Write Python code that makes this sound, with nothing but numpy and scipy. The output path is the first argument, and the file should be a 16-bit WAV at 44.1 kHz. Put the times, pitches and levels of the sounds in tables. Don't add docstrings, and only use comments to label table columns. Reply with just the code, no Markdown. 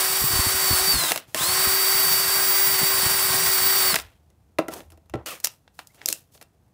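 import sys
import numpy as np
from scipy import signal
from scipy.fft import rfft, irfft, next_fast_len
from scipy.io import wavfile

SR = 44100
rng = np.random.default_rng(int(sys.argv[2]) if len(sys.argv) > 2 else 0)


def ratio(d):
    e = np.asarray(d, float) / 20
    return 10 ** e


def materialize(psi):
    bounded = np.clip(np.atleast_2d(psi).T, -1, 1)
    quanta = np.round(bounded * 32767).astype(np.int16)
    wavfile.write(sys.argv[1], SR, quanta)


N = 296793

FULL_SPEED = 386
CHUCK_RATIO = 15.1
CUTOFF_HZ = 15900
END_DB_PER_S = 328.5


def rms_one(x):
    return x / np.sqrt(np.mean(x ** 2) + 1e-20)


def in_time(spans):
    t = np.arange(N) / SR
    s, *columns = np.transpose(np.vstack(spans))
    gate = 0
    for rows in spans:
        since_start, until_end = t - rows[0][0] + .001, rows[-1][0] - t + .004
        gate = gate + np.clip(np.minimum(since_start, until_end) / .004, 0, 1)
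    return np.minimum(gate, 1), [np.interp(t, s, c) for c in columns]


def drift(rate):
    r = np.exp(-16 * np.pi * rate / SR)
    noise = rng.standard_normal(N // 8 + 4002)
    slow = signal.lfilter([1], [1, -2 * r, r * r], noise)[4000:]
    return np.interp(np.arange(N) / 8, np.arange(len(slow)), rms_one(slow))


def band(x, low_hz, high_hz):
    return signal.sosfilt(signal.butter(2, [low_hz, high_hz], "band", fs=SR, output="sos"), x)


def coloured(x, spectrum, level_low, level_high):
    hz, points = np.fft.rfftfreq(N, 1 / SR) + 1, np.array(spectrum)
    shaped = rfft(x) * ratio(np.interp(np.log(hz), np.log(points[:, 0]), points[:, 1]))
    inside = irfft(shaped * (hz > level_low) * (hz < level_high), N)
    return irfft(shaped, N) / np.std(inside)


def resonance(x, hz, width):
    r = np.exp(-np.pi * width / SR)
    poles = [1, -2 * r * np.cos(2 * np.pi * hz / SR), r * r]
    return signal.lfilter(np.array([1, 0, -1]) * (1 - r * r) / 2, poles, x + 1e-18)


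def orders(table, turns, waver_db, waver_rate):
    total = 0
    for multiple, db in table:
        strength = np.sqrt(2) * ratio(db + waver_db * drift(waver_rate))
        total = total + strength * np.sin(2 * np.pi * (round(multiple) * turns + rng.random()))
    return total


# (t/s, level/dB)
CONTACT = [(0, 0), (.06, -0.5), (.28, -2.5), (.35, -0.3), (.72, -0.75), (.9, 0), (1.5, 0.6), (2.6, -.5),
           (3.9, 0.5)]


def drill():
    speed, sag, free, level_db = rotor()
    contact_db = in_time([CONTACT])[1][0]
    roar_db = -28.5 + contact_db + level_db
    turns = np.cumsum(speed + .5 * drift(25.0)) / SR
    tones = whines(speed, turns, roar_db, level_db) * free
    wires = bristle_strikes(sag)
    chuck_db = 0.61 * np.sin(2 * np.pi * turns / CHUCK_RATIO)
    throb = ratio(chuck_db + 0.85 * np.sin(2 * np.pi * turns) + 0.74 * drift(37.0))
    noise = roar(wires[0] * throb, wires[2], contact_db) * ratio(roar_db - 4.5)
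    noise = noise + hiss(wires[1] * throb) * ratio(-27.5 + 0.53 * contact_db + level_db)
    return tones + noise + rumble(sag, turns, level_db)


# (t/s, t/s, t/s)
RUNS = [(-1.0, 0.908, 1.102), (1.334, 3.89, 3.92)]
# (t/s, turns per s)
CRUISE = [(0, 378), (.28, 384.5), (.9, 385.5), (1.6, 382.3), (2.3, 383.2), (2.64, 387), (3.2, 387),
          (3.45, 384.6), (3.88, 381)]
# (t/s, sag in turns per s, lean-in time constant/s)
PRESSES = [(.356, 5, .03), (.404, 5.5, .03), (.516, 6, .09), (.72, 6, .07), (.785, 12, .08),
           (2.227, 2.2, .01), (2.776, 9.9, .039), (3.035, 13.3, .044), (3.336, 10.2, .097),
           (3.583, 8.9, .023), (3.824, 4.7, .017)]
SPIN_UP_S, RECOVER_S = .051, .049
COAST_HZ_PER_S, BRAKE_HZ_PER_S = 415, 2500
LOCK_S = .014
BITE_S, RUNDOWN_S = .018, .09
LOCKED_DROP_DB, RUNDOWN_DB_PER_S = 2.5, 216


def rotor():
    t = np.arange(N) / SR
    sag = 0
    for s, depth, lean in PRESSES:
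        sag = sag + depth * np.exp(-np.abs(t - s) / np.where(t < s, lean, RECOVER_S))
    cruise = in_time([CRUISE])[1][0] - sag
    speed, free, level_db = 0, 0, -200
    for pull, release, bite in RUNS:
        lock = bite + LOCK_S
        inside = (t > pull) & (t < lock)
        spinning_up = cruise * (1 - np.exp(-np.maximum(t - pull, 0) / SPIN_UP_S))
        coasting = spinning_up - COAST_HZ_PER_S * np.clip(t - release, 0, lock - release)
        speed = speed + inside * (coasting - BRAKE_HZ_PER_S * np.maximum(t - bite, 0))
        free = free + inside * np.clip((lock - t) / .004, 0, 1)
        law_db = 20 * 0.97 * np.log10(np.clip(coasting / FULL_SPEED, .01, 1))
        locked_db = (t > lock) * (LOCKED_DROP_DB + RUNDOWN_DB_PER_S * (t - lock))
        sounding = (t > pull + BITE_S) & (t < lock + RUNDOWN_S)
        level_db = np.where(sounding, law_db - locked_db, level_db)
    return speed, sag, free, level_db


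# (multiple of rotor speed, level/dB against the gear roar)
ROTOR = [(2, -18), (3, -17), (4, -20), (5, -13), (6, -16), (10, -16), (13, -12.5), (14, -17), (15, -11),
         (20, -17), (21, -13), (22, -18), (23, -18), (24, -9), (25, -18), (29, -17), (31, -18), (37, -19),
         (38, -18)]
# (multiple of rotor speed, level/dB against the pinion level)
PINION = [(12, 0)]
# (multiple of rotor speed, level/dB against the commutator level)
COMMUTATOR = [(30, -11.5), (35, -18), (39, -20)]
# (t/s, pinion level/dB, highest commutator level/dB)
WHINE = [(0, -32.5, -42), (.28, -34.5, -21), (.35, -28, -39.5), (.48, -28.5, -29.5), (.58, -32, -34),
         (.71, -25.5, -16), (.84, -31.5, -34), (.905, -18, -29.5), (.945, -26.5, -36.5), (1.1, -30, -44.5),
         (1.4, -28, -31), (1.65, -28, -21.5), (2.13, -27.5, -21), (2.26, -29, -33.5), (2.4, -28.5, -21.5),
         (2.65, -30, -21), (2.9, -27.5, -25.5), (3.2, -31, -24), (3.45, -31, -23), (3.6, -29, -17.5),
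         (3.9, -26.5, -16.5)]


def whines(speed, turns, roar_db, level_db):
    pinion_db, top_db = in_time([WHINE])[1]
    fullness = np.clip(speed / FULL_SPEED, 0, 1)
    steady = fullness * orders(ROTOR, turns, waver_db=2.5, waver_rate=25.0)
    unbalance_hum = fullness ** 7 * orders([(1, -9.5)], turns, waver_db=1.2, waver_rate=8.0)
    pinion = fullness * orders(PINION, turns, waver_db=1.0, waver_rate=60.0)
    highest = fullness ** 40 * orders([(40, 0)], turns, waver_db=1.5, waver_rate=30.0)
    commutator = fullness ** 2 * orders(COMMUTATOR, turns, waver_db=3.0, waver_rate=20.0)
    tones = ratio(roar_db) * (steady + unbalance_hum) + ratio(pinion_db + level_db) * pinion
    return tones + ratio(top_db + level_db) * highest + ratio(-22.5 + level_db) * commutator


def bristle_strikes(sag):
    uneven_db = (1.5 + 0.2628 * sag) * rng.standard_normal((3, N))
    return rng.standard_normal((3, N)) * ratio(uneven_db)


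# (f/Hz, level/dB)
ROAR = [(200, -26.5), (330, -15), (440, -13.5), (530, -11.5), (700, -8), (1100, -5.5), (1500, -5),
        (2000, -9), (2700, -9), (4000, -8.5), (5000, -16), (6000, -20.5), (8000, -33)]
# (f/Hz, width/Hz, relative level/dB)
CASTING = [(1059.4, 13, 0.5), (1262, 9.8, -7), (1608, 30, -3.5), (2008, 140, 1.5), (5600, 150, -18.5),
           (6380, 89, -1.5)]


def roar(strikes, rubbing, contact_db):
    ringing = 0
    for hz, width, db in CASTING:
        ringing = ringing + ratio(db + 2.5 * drift(5.0)) * rms_one(resonance(rubbing, hz, width))
    return coloured(strikes, ROAR, level_low=500, level_high=1800) + ringing * ratio(-8.0 + 1.5 * contact_db)


# (f/Hz, level/dB)
HISS = [(3000, -34.5), (5000, -0.5), (6600, -9), (7600, 0), (8600, 0.5), (10000, -2.5), (11500, -5),
        (12800, -6), (13800, -5), (14500, -0.5), (15000, 2.5), (15700, -2), (16000, -12.5)]


def hiss(strikes):
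    return coloured(strikes, HISS, level_low=6000, level_high=11000)


def rumble(sag, turns, level_db):
    lag = np.exp(-1 / (0.45 * SR))
    shake = signal.lfilter([1 - lag], [1, -lag], sag)
    low = rms_one(band(band(rng.standard_normal(N), 69, 190), 45, 260))
    throb_db = 4.6 * drift(11.0) + np.sin(2 * np.pi * turns / CHUCK_RATIO)
    return low * ratio(throb_db) * ratio(-50 + 1.41 * shake + level_db)


# (t/s, level/dB of the low swing before its decay, f/Hz, time to fall 60 dB/s)
THUMPS = [(0.216, -23.5, 59.2, 0.069), (0.237, -19, 142, 0.067), (0.303, -33, 116, 0.15),
          (0.333, -11.5, 115, 0.034), (0.358, -11.5, 86.1, 0.029), (0.391, -8, 76.3, 0.044),
          (0.463, -17.5, 99, 0.072), (0.544, -22, 81, 0.047), (0.707, -9, 105, 0.044),
          (0.727, -18.5, 75.4, 0.079), (0.81, -27, 64.6, 0.066), (0.935, -25.5, 267, 0.07),
          (0.94, -19.5, 51.4, 0.069), (0.956, -16.5, 57.2, 0.047), (1.282, -39, 119, 0.051),
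          (1.407, -25, 148.7, 0.063), (1.667, -25, 78, 0.12), (2.814, -20.5, 250, 0.03),
          (2.828, -16.5, 161, 0.044), (3.03, -20.5, 200, 0.032), (3.06, -13, 113, 0.037),
          (3.339, -25, 238, 0.045), (3.347, -32.5, 113.4, 0.12), (3.929, -22.5, 178, 0.058),
          (5.146, -23, 118.6, 0.13)]


def thumps():
    out, t = np.zeros(N + SR), np.arange(SR // 3) / SR
    for s, db, hz, t60 in THUMPS:
        overtone = 1.9 * ratio(-160 * t / t60) * np.sin(2 * np.pi * 2.6 * hz * t)
        swing = np.sin(2 * np.pi * hz * t) + overtone
        out[round(s * SR):][:len(t)] += ratio(db - 60 * t / t60) * np.minimum(t / 0.0046, 1) * swing
    return out[:N]


# (t/s, low level/dB, middle level/dB, high level/dB, rattle's time to fall 60 dB/s)
CLICKS = [(1.034, -41, -18, -26.5, 0.018), (1.105, -32.5, -25, -24.5, 0.032),
          (1.116, -34, -14.5, -14, .024), (1.157, -38, -24.5, -20, .03), (1.173, -46, -25.5, -23.5, 0.042),
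          (1.343, -29.5, -20, -18, .03), (1.351, -38, -43, -32.5, .02), (3.94, -35.5, -17.5, -16.5, 0.038),
          (3.954, -39.5, -23, -11.5, .026), (3.958, -42.5, -15.5, -25, 0.034),
          (3.985, -46.5, -30, -26, .022), (3.996, -64.5, -31, -29.5, 0.043), (4.299, -66, -67, -60, 0.05),
          (4.583, -28, -23.5, -29.5, .028), (4.585, -18.5, -36, -31, 0.05), (4.68, -28.5, -48, -33, 0.046),
          (4.734, -56, -37, -27.5, 0.041), (4.802, -47, -43.5, -44, .032), (4.9, -68, -57, -47, .043),
          (4.917, -55.5, -60, -49.5, .065), (4.972, -60, -62, -57, .04), (5.056, -72, -74, -64, .035),
          (5.094, -64, -47, -46, 0.029), (5.135, -27.5, -42, -60, 0.044), (5.152, -30.5, -72, -64, 0.019),
          (5.258, -53, -34.5, -27.5, 0.16), (5.398, -68.5, -47.5, -35, 0.034),
          (5.4387, -60.5, -36.5, -23.5, 0.04), (5.442, -51, -26.5, -8, 0.045),
          (5.453, -58, -30.5, -18.5, 0.023), (5.468, -61, -30.5, -20, 0.028),
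          (5.675, -78, -49.5, -72, 0.033), (5.788, -52, -32.5, -39, 0.049), (5.832, -76, -72, -68, .03),
          (5.869, -90, -73, -40.5, .03), (5.943, -67.5, -56.5, -51, .035), (6.013, -71, -37.5, -62.5, .023),
          (6.056, -49, -44, -11.5, 0.015), (6.084, -46, -30, -9.5, 0.017), (6.099, -49, -44, -23, 0.038),
          (6.124, -52.5, -32, -11.5, 0.019), (6.347, -55, -57, -55, 0.033), (6.374, -65, -52, -63, 0.025),
          (6.41, -53, -45, -42.5, 0.073), (6.423, -66, -50, -40.5, 0.026)]


def clicks():
    drive, t = np.zeros((3, N + SR)), np.arange(SR // 5) / SR - .003
    for s, low_db, middle_db, high_db, t60 in CLICKS:
        crack = ratio(-60 * np.abs(t) / np.where(t < 0, .0015, .004))
        rattle = 0.34 * (t > 0) * ratio(-60 * t / t60)
        noise = rng.standard_normal((3, len(t)))
        burst = np.tanh(3 * noise) * crack + noise * rattle
        burst[0] = crack + ratio(9.0) * noise[0] * rattle
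        levels = ratio(np.array([[low_db], [middle_db], [high_db]]))
        drive[:, round(s * SR):][:, :len(t)] += levels * burst
    return bodies(*drive[:, :N])


# (f/Hz, relative level/dB, ring setting/s: the width in Hz is 3 over this)
BENCH = [(180, -9, 0.082), (244, -12.5, .07), (325.2, 0.5, 0.13), (442, 2, 0.058), (502, -5.5, 0.089),
         (640, 5.5, 0.043), (785, -2, 0.17), (1064, -8, 0.044), (1340, -2, 0.053), (1980, -13.5, 0.023)]
# (f/Hz, width/Hz, relative level/dB)
HOUSING = [(2710, 42, 2.5), (5260, 840, 10), (7200, 160, -3.5), (8600, 21, 0.5), (8440, 140, -8.5),
           (9300, 150, -13.5), (10700, 270, -20), (11900, 240, -3.5), (13300, 420, -18.5)]


def bodies(low, middle, high):
    bench, housing = 0, 0
    high_part = band(band(high, 3900, CUTOFF_HZ), 2800, 0.98 * CUTOFF_HZ)
    shell = band(middle, 580, 3500) * ratio(15.5) + high_part * ratio(6.0)
    for k, (hz, db, ring) in enumerate(BENCH):
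        bench = bench + ratio(db) * resonance(low, hz, 3.0 / ring) * (-1) ** k
    for k, (hz, width, db) in enumerate(HOUSING):
        housing = housing + ratio(db) * resonance(shell, hz, width) * (-1) ** k
    return ratio(21.5) * bench + ratio(17.0) * band(low, 260, 990) + ratio(-1.4) * shell + ratio(-4.0) * housing


# (t/s, length/s, low level/dB, middle level/dB, high level/dB)
STROKES = [(1.18, 0.0499, -59, -49, -54), (1.268, .08, -61, -60, -54), (4.007, .04, -62, -49, -54),
           (4.04, .12, -66, -63.5, -72.5), (4.598, 0.027, -37, -65, -61.5), (4.703, 0.08, -35, -46.5, -40),
           (4.91, 0.017, -58, -79, -79), (5.16, 0.038, -41.5, -83, -85), (5.256, 0.076, -41, -35, -32.5),
           (5.428, .02, -59, -58, -42.5), (5.731, 0.041, -81.5, -74, -62), (5.86, .08, -79, -80, -65),
           (5.47, 0.053, -71.5, -70, -51.5), (5.78, 0.025, -73, -56, -53.5), (5.935, .02, -62, -68, -57),
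           (5.969, 0.0705, -57, -54, -66), (6.015, 0.023, -63, -62, -58.5), (6.067, 0.047, -44, -61.5, -30),
           (6.124, 0.059, -72, -70, -52.5), (6.31, .02, -83.5, -76.5, -60), (6.333, 0.012, -61, -70.5, -50),
           (6.406, 0.0094, -67, -68, -73)]
# relative level/dB of low, middle and high
RUSTLE_DB = [-71.5, -86.5, -75.5]
# (f/Hz, width/Hz, relative level/dB)
SLEEVE = [(1930, 93, -18), (2570, 66, -3), (3230, 80, -8.5), (3370, 38, -7), (5030, 39, -9.5),
          (6250, 73, -9), (6800, 42, -9.5)]
RISE_S, FADE_DB_PER_S = 0.018, 42.5


def slides_and_tails():
    t = np.arange(N) / SR
    levels = ratio(np.array(RUSTLE_DB)[:, None]) * np.ones(N)
    for s, length, *db in STROKES:
        fade_db = FADE_DB_PER_S * np.clip(t - s, 0, length)
        end_db = END_DB_PER_S * np.maximum(t - s - length, 0)
        swell = ratio(np.array(db)[:, None] - fade_db - end_db)
        levels = levels + swell * np.clip((t - s) / RISE_S, 0, 1)
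    unevenness = ratio(1.8 * drift(150.0) + 2.4 * rng.standard_normal(N))
    grains = rng.standard_normal((3, N)) * unevenness
    edges_hz = [(200, 900), (900, 3500), (3500, 15500)]
    grainy = ratio(-4.0) * sum(level * rms_one(band(g, *edge)) for level, g, edge in zip(levels, grains, edges_hz))
    sleeve = sum(ratio(db) * resonance(grainy, hz, width) for hz, width, db in SLEEVE)
    return grainy + ratio(-2.0) * sleeve


# (t/s, f/Hz, level/dB)
SQUEAK = [(5.893, 1940, -75), (5.905, 2070, -60), (5.922, 2300, -70.5)]


def squeak():
    gate, (hz, db) = in_time([SQUEAK])
    return gate * ratio(db) * np.sin(2 * np.pi * np.cumsum(hz) / SR)


# (t/s, level/dB)
HUM = [(3.97, -48.5), (4.316, -66.5), (4.4, -67), (4.618, -64), (4.83, -54.5), (5.068, -61), (5.168, -39),
       (5.308, -73), (5.4, -78.5)]


def bench_hum():
    gate, (db,) = in_time([HUM])
    hum_hz = 73.4
    hum = resonance(resonance(rng.standard_normal(N), hum_hz, 32.0), hum_hz, 32.0)
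    return gate * ratio(db) * rms_one(hum)


# (t/s, length/s, level/dB)
TWIST = (5.26, 0.06, -43.5)
# (starting f/Hz, relative level/dB)
TWIST_RINGS = [(620, -1), (1400, 0.5), (2300, -7), (3000, 3), (3700, -9)]


def twist():
    s, length, db = TWIST
    t = np.clip(np.arange(N) / SR - s, 0, 2 * length)
    fade = ratio(db - END_DB_PER_S * np.maximum(t - length, 0))
    shape = np.clip(t / .005, 0, 1) * fade * (t < 2 * length)
    cycles = t - 2.3 * t * t / 2
    whirr = sum(ratio(part_db) * drift(81.0) * np.sin(2 * np.pi * hz * cycles) for hz, part_db in TWIST_RINGS)
    return shape * whirr


def room(x):
    size = next_fast_len(N + SR)
    w = 2 * np.pi * np.fft.rfftfreq(size, 1 / SR)
    t60 = 0.23 / np.sqrt(1 + (w / (2 * np.pi * 4100)) ** 2)
    echoes = 0
    for k, lag in enumerate(rng.uniform(.008, .035, size=10)):
        loop = ratio(-60 * lag / t60) * np.exp(-1j * w * lag)
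        echoes = echoes + loop / (1 - loop) * (-1) ** k
    return irfft(rfft(x, size) * echoes, size)[:N]


# (f/Hz, relative level/dB per Hz)
ROOM_TONE = [(15, -64), (25, -28.5), (70, -2), (141, -4), (206, -10), (249, -14.5), (285, -15),
             (607, -23.5), (659, -18.5), (1100, -30), (16000, -48)]


def room_tone():
    return ratio(-63) * coloured(rng.standard_normal(N), ROOM_TONE, level_low=19, level_high=16000)


def scene():
    near = drill() + clicks() + slides_and_tails() + squeak() + bench_hum() + twist()
    mono = near + ratio(-19) * room(near) + thumps() + room_tone()
    return np.array([mono, mono])


def low_pass(x):
    return signal.sosfilt(signal.butter(12, 17000, fs=SR, output="sos"), x)


def record(dry):
    dry = signal.sosfilt(signal.butter(2, 32, "high", fs=SR, output="sos"), dry)
    rounded = .85 * np.tanh(dry / .85)
    cut = signal.sosfilt(signal.cheby2(14, 30, CUTOFF_HZ, fs=SR, output="sos"), rounded)
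    return low_pass(cut)


dry = scene()
out = record(dry)
materialize(out)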